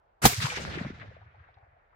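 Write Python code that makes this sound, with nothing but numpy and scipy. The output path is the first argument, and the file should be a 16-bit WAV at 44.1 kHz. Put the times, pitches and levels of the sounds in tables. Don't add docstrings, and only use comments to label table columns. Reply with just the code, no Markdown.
import sys
import numpy as np
from scipy import signal
from scipy.fft import rfft, irfft
from scipy.io import wavfile
from scipy.ndimage import uniform_filter1d

SR = 44100
rng = np.random.default_rng(int(sys.argv[2]) if len(sys.argv) > 2 else 0)


def inscribe(sig):
    pcm = np.round(np.clip(np.atleast_2d(sig).T, -1, 1) * 32767)
    wavfile.write(sys.argv[1], SR, pcm.astype(np.int16))


def to_linear_factor(level_db):
    exponent = np.asarray(level_db, float) / 20
    return 10 ** exponent


N = 85995
SHOT_S = .2535

# (time [s], hiss level [dB], rumble level [dB], low-mid body level [dB])
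RETURN = [(0.3, -38, -55, -86), (0.36, -46.5, -65, -58), (0.428, -38.5, -47, -44), (0.485, -43, -53, -48.5),
          (0.51, -39.5, -48, -52), (0.545, -38.5, -54, -60), (0.585, -38.5, -46.5, -44.5),
          (0.635, -47.5, -46.5, -47.5), (0.751, -44.5, -46, -44), (0.99, -59, -53, -61),
          (1.014, -50.5, -52, -56.5), (1.07, -60, -51.5, -59.5), (1.233, -65.5, -61.5, -81),
          (1.95, -77, -83.5, -98)]


def on_log_axis(table, hz):
    table = np.array(table, float)
    return np.interp(np.log(hz), np.log(table[:, 0]), table[:, 1])


def band(spec, hz, octaves):
    f = np.arange(spec.shape[-1]) * SR / N + 1e-3
    bell = np.exp(-.5 * (np.log2(f / hz) / octaves) ** 2)
    y = irfft(spec * bell, N)
    return y / np.sqrt(np.mean(y ** 2, axis=-1, keepdims=True))


def walk(rate):
    k = int(SR / rate)
    held = np.repeat(rng.standard_normal(N // k + 1), k)
    return 1.1 * uniform_filter1d(uniform_filter1d(held, k), k)[:N]


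def diffuse(colour, grain_db, patchy_db, flicker_db, loss_db=lambda hz: 0):
    # (frequency [Hz], level difference [dB])
    side_width = [(60, -13.5), (110, -22), (200, -3.5), (380, -10.5), (700, 3), (1290, 3.5), (2380, -2),
                  (4400, 0), (8120, 1), (15000, 0)]
    lift = to_linear_factor(grain_db * rng.exponential(size=(2, N)))
    spec = rfft(rng.standard_normal((2, N)) * lift)
    centres = 28 * 2 ** np.arange(0, 9.3, 1 / 3)
    db = on_log_axis(colour, centres) + 10 * np.log10(centres)
    db -= 10 * np.log10(np.sum(10 ** (db / 10)))
    out, shared = 0, walk(70)
    for hz, band_db in zip(centres, db):
        mid, side = band(spec, hz, 1 / 6)
        gain = to_linear_factor(band_db - loss_db(hz) + patchy_db * shared + flicker_db * walk(45))
        out = out + gain * (mid + to_linear_factor(on_log_axis(side_width, hz)) * side * np.array([[1], [-1]]))
    return out


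def place(out, s, piece, pan_db, lag_s=0.):
    out = out.copy()
    for ch, sign in enumerate((1, -1)):
        i = int((s + (lag_s if ch == 0 else 0)) * SR)
        n = min(len(piece), N - i)
        out[ch, i:i + n] += to_linear_factor(sign * pan_db / 2) * piece[:n]
    return out


def hush():
    # (frequency [Hz], relative density [dB per Hz])
    hush_colour = [(15, -29), (25, 13), (235, -22.5), (837, -4), (908, -12.5), (1010, -18), (1360, -16.5),
                   (15900, -70.5)]
    return to_linear_factor(-69.5) * diffuse(hush_colour, 0.19, 0.31, 1.6)


def pre_echo(t):
    # (frequency [Hz], relative density [dB per Hz])
    pre_echo_colour = [(24, -34.5), (40, -5), (162, -4), (606, -13.5), (1450, -8), (1770, -9.5),
                       (3740, -21), (5440, -14), (6010, -26), (7710, -16), (15500, -30.5)]
    start_s, fade_in_s, end_db, rise_db_per_s = 0.2167, 0.0044, -22, 495.5
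    u = t - SHOT_S
    swell = np.clip((t - start_s) / fade_in_s, 0, 1) * to_linear_factor(end_db + rise_db_per_s * np.minimum(u, 0))
    return (u < 0) * swell * diffuse(pre_echo_colour, 0.3, 0, 0.26)


def shock_fronts():
    # (time [s], level before the push factor [dB], length of the N [s], lag of the left microphone [s],
    #  signed factor of the first push [ratio])
    fronts = [(0.2431, -21, 0.0078, 0.00034, -2.56), (0.2517, -9, 0.00065, 0.00062, -0.5),
              (0.256, -11, 0.0017, 0.000068, -0.68), (0.257, -21, 0.00091, 0.00065, 0.38),
              (0.2607, -7, 0.0038, 0.00058, -0.94)]
    out = np.zeros((2, N))
    for s, db, length_s, lag_s, push in fronts:
        ramp = np.linspace(1, -1, int(length_s * SR))
        rounded = np.convolve(ramp, np.ones(7) / 7)
        out = place(out, s, push * to_linear_factor(db) * rounded, 0, lag_s)
    return out


def blast_ring():
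    # (frequency [Hz], starting level [dB], time to fall 60 dB [s])
    ring_modes = [(60, -13.5, 0.073), (122, -18.5, 0.13), (221, -21.5, 0.1), (454, -11.5, 0.062),
                  (780, -1, 0.031)]
    u = np.arange(SR // 5) / SR
    ring = sum(to_linear_factor(db - 60 * u / t60) * np.sin(2 * np.pi * hz * u) for hz, db, t60 in ring_modes)
    return place(np.zeros((2, N)), SHOT_S, ring, 1.5, .0003)


def gas_roar(t):
    roar_db, hold_s, t60_s = -16.5, .006, .05
    u = t - SHOT_S
    fall = to_linear_factor(roar_db - 60 * np.maximum(u - hold_s, 0) / t60_s)
    # (frequency [Hz], relative density [dB per Hz])
    gas_colour = [(200, -0.5), (1500, 2.5), (5000, -6), (16000, -12)]
    return (u > 0) * fall * diffuse(gas_colour, 0.55, 0, 0)


def near_spray(t):
    # (frequency [Hz], relative density [dB per Hz])
    near_colour = [(35, -38.5), (60, -10), (238, -7.5), (591, -10.5), (1370, -10.5), (2290, -4),
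                   (2700, -20.5), (3100, -6.5), (7530, -7), (9960, -17.5), (13200, -9), (15900, -5.5)]
    start_db, t60_s = -21, 0.24
    u = t - SHOT_S
    fall = to_linear_factor(start_db - 60 * np.maximum(u, 0) / t60_s)
    return (u > 0) * fall * diffuse(near_colour, 0.65, 3.1, 0.58)


def trunk_hiss(t):
    # (frequency [Hz], relative density [dB per Hz])
    hiss_colour = [(290, -27), (500, -8), (576, -13.5), (714, -13), (949, -13), (1210, -3.5), (2260, 0),
                   (2840, -3), (3180, -1), (8250, -8.5), (15000, -29.5)]
    # (frequency [Hz], extra loss per second of travel [dB/s])
    air_loss = [(300, -1), (800, -2.5), (2000, -3), (2600, 7), (3500, 14.5), (6000, 29), (9000, 62.5),
                (12000, 53), (16000, 46)]
    colour_s, even_s, even_hz = 0.39, .15, 4500
    times, hiss_db = np.array(RETURN).T[:2]
    rolling_db = np.interp(t, times, hiss_db)
    even_db = uniform_filter1d(rolling_db, int(even_s * SR))

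    def loss_db(hz):
        treble_share = 1 / (1 + (even_hz / hz) ** 4)
        return on_log_axis(air_loss, hz) * (t - colour_s) - rolling_db + (rolling_db - even_db) * treble_share

    return diffuse(hiss_colour, 2.5, 2.0, 2.5, loss_db)


def low_rumble(t):
    # (frequency [Hz], relative density [dB per Hz])
    rumble_colour = [(15, -45), (25, -12.5), (97, 6.5), (121, -2.5), (239, -26), (389, -20.5), (452, -18.5),
                     (500, -24.5), (650, -47), (1100, -120)]
    times, _, rumble_db, _ = np.array(RETURN).T
    return to_linear_factor(np.interp(t, times, rumble_db)) * diffuse(rumble_colour, 0.87, 0.2, 0.5)


def low_mid_body(t):
    # (frequency [Hz], relative density [dB per Hz])
    body_colour = [(76, -28), (130, 2), (274, -13), (438, -15), (475, -13), (519, -15.5), (900, -20),
                   (1170, -46), (1980, -120)]
    times, _, _, body_db = np.array(RETURN).T
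    return to_linear_factor(np.interp(t, times, body_db)) * diffuse(body_colour, 3.0, 0.8, 0.96)


def hillside(t):
    gate = np.clip((t - SHOT_S) / 0.038, 0, 1)
    return gate * (trunk_hiss(t) + low_rumble(t) + low_mid_body(t))


def thumps():
    # (time [s], peak level [dB], frequency [Hz], left minus right [dB], length, at least 1 [cycles])
    slope_thumps = [(0.285, -38, 718, -8, 26), (0.314, -39.5, 412, -1, 12.6), (0.499, -43, 489, -2, 29.7),
                    (0.315, -36, 110, 4.5, 3.9), (0.37, -24.5, 109, -2.5, 4.3),
                    (0.435, -22, 134.7, 0.5, 3.73), (0.53, -42, 108, 8, 1.8), (0.573, -55, 91, 2, 3.8),
                    (0.617, -30.5, 143, 0, 0.93), (0.645, -35, 99, 4, 2.1), (0.676, -34.5, 102, -3.5, 4.8),
                    (0.735, -39.5, 115.5, 3, 4.3), (0.759, -34.5, 134.6, 0, 2.6),
                    (0.775, -37.5, 120, -0.5, 2.1), (0.81, -24.5, 199, 1.5, 2.26),
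                    (0.847, -27.5, 161, 1, 3.05), (0.863, -28, 201, 2, 1.65),
                    (0.878, -36.5, 100.3, -3, 1.8), (0.9, -32, 240, 1.5, 3.1), (0.928, -40, 151, 0, 2.1),
                    (1, -43, 110, -1, 2.4), (1.038, -57, 82.3, 5, 6), (1.086, -49, 114.3, -1, 2.3),
                    (1.148, -51.5, 96.6, 1, 1.9), (1.203, -46, 93, -0.5, 4.1),
                    (1.249, -47, 96.3, 0.5, 3.83), (1.329, -55, 62.75, -2.5, 2.24),
                    (1.367, -48, 96, 0.5, 4.3), (1.39, -45.5, 88.1, 0.5, 3.64),
                    (1.488, -54.5, 92.6, -0.5, 3.2), (1.56, -51, 86.5, 1, 2.5),
                    (1.622, -49.5, 82.7, -1.5, 2.1), (1.664, -59.5, 76.6, 0.0, 4),
                    (1.72, -59, 99.7, 3, 2.8), (1.898, -64, 83.3, 4, 4)]
    out = np.zeros((2, N))
    for s, db, hz, pan_db, cycles in slope_thumps:
        u = np.arange(int(max(cycles, 1) / hz * SR)) / SR
        out = place(out, s, to_linear_factor(db) * np.hanning(len(u)) * np.sin(2 * np.pi * hz * u), pan_db)
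    return out


def slap(spec, s, hz, t60):
    rise_s, ring_size = 0.00089, 1.1
    u = np.arange(SR // 10) / SR
    i = int(s * SR) - len(u)
    octaves = 0.53 * min(np.sqrt(hz / 2000), 2000 / hz)
    noise = band(spec, hz, octaves)[i:i + len(u)]
    ring = ring_size * np.sin(2 * np.pi * hz * u)
    y = (1 - np.exp(-u / rise_s)) * to_linear_factor(-60 * u / t60) * (noise + ring)
    return y / np.abs(y).max()


def flutter(spec):
    per_s, over_hiss_db, spread_db, t60_s = 55, 4, 3, 0.032
    centre_hz, spread_octaves = 1200, .55
    times, hiss_db = np.array(RETURN).T[:2]
    count = int(per_s * (N / SR - times[0]))
    out = np.zeros((2, N))
    for k, (a, b, c, d) in enumerate(rng.standard_normal((count, 4))):
        s = times[0] + (k + np.tanh(a)) / per_s
        db = np.interp(s, times, hiss_db) + over_hiss_db + spread_db * np.clip(b, -2, 1.5)
        hz = centre_hz * 2 ** (spread_octaves * np.clip(c, -2, 1.2))
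        out = place(out, s, to_linear_factor(db) * slap(spec, s, hz, t60_s), 4.1 * d, 0.00066 * np.tanh(d))
    return out


def slaps(spec):
    # (time [s], peak level [dB], frequency [Hz], left minus right [dB], time to fall 60 dB, at least 0.01 [s])
    slope_slaps = [(0.331, -28, 2070, -2, 0.057), (0.402, -37.5, 1904, 28.5, 0.03),
                   (0.426, -40.5, 2305, 34, 0.013), (0.45, -33.5, 1369, 22.5, 0.082),
                   (0.468, -30, 1080, 14, 0.013), (0.5, -26.5, 2367, 1, 0.068),
                   (0.514, -36, 2230, 10, 0.058), (0.572, -31, 415, 0.5, 0.084),
                   (0.598, -42, 435, 9, 0.082), (0.674, -39.5, 521, 1, 0.16), (0.737, -35, 1780, 6, 0.062),
                   (0.773, -28, 344, 0.5, 0.027), (0.786, -38.5, 1830, 23, 0.072),
                   (0.847, -37.5, 580, -1, 0.039), (0.9, -37.5, 386, 0, 0.032),
                   (0.812, -36, 530, -1, 0.026), (1.004, -53, 2020, 22, 0.062),
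                   (1.015, -44.5, 1910, 20.5, 0.056), (1.029, -46, 691, 4, 0.078),
                   (1.108, -50, 532, 4.5, 0.11), (1.165, -44, 649, 6, 0.044), (1.215, -51, 775, 9.5, 0.078),
                   (1.264, -54, 1700, 10, 0.08), (1.343, -54.5, 823, 7, 0.067),
                   (1.397, -52.5, 1617, 11, 0.09), (1.438, -54.5, 1513, 9, 0.05),
                   (1.486, -50.5, 759, 3.5, 0.062), (1.541, -64, 3770, 4, 0.035),
                   (1.571, -53, 780, 12.5, 0.14), (1.628, -56, 806, 7.5, 0.1),
                   (1.667, -58.5, 627, 3, 0.036), (1.764, -59, 698, 8.5, 0.063),
                   (1.929, -61, 1297, 16, 0.094)]
    out = np.zeros((2, N))
    for s, db, hz, pan_db, t60 in slope_slaps:
        out = place(out, s, to_linear_factor(db) * slap(spec, s, hz, max(t60, .01)), pan_db, -0.00033)
    return out


def cracks():
    # (time [s], level of the N before rounding [dB], left minus right [dB])
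    front_returns = [(.4685, -28, 0), (.5815, -28, 2), (.651, -21, 4), (.849, -29, 2), (1.487, -53, 2),
                     (1.586, -50, 2)]
    length_s, top_hz = .0005, 3600
    front = np.r_[np.linspace(1, -1, int(length_s * SR)), np.zeros(SR // 100)]
    front = signal.sosfilt(signal.butter(4, top_hz, fs=SR, output="sos"), front)
    out = np.zeros((2, N))
    for s, db, pan_db in front_returns:
        out = place(out, s, to_linear_factor(db) * front, pan_db, -0.00016)
    return out


def scene():
    t = np.arange(N) / SR
    blast = shock_fronts() + blast_ring() + gas_roar(t) + near_spray(t)
    slap_spec = rfft(rng.standard_normal(N)) / np.arange(1, N // 2 + 2)
    echoes = thumps() + flutter(slap_spec) + slaps(slap_spec) + cracks()
    return hush() + pre_echo(t) + blast + hillside(t) + echoes


def roll_off(x):
    return signal.sosfilt(signal.butter(12, 15800, fs=SR, output="sos"), x)


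def record(dry):
    mic_low_hz, clip_level, top_hz = 48.57, .8, 15800
    heard = signal.sosfilt(signal.butter(2, mic_low_hz, "high", fs=SR, output="sos"), dry)
    overloaded = clip_level * np.tanh(heard / clip_level)
    mix = signal.sosfilt(signal.ellip(8, .2, 70, top_hz, fs=SR, output="sos"), overloaded)
    return roll_off(mix)


dry = scene()
out = record(dry)
inscribe(out)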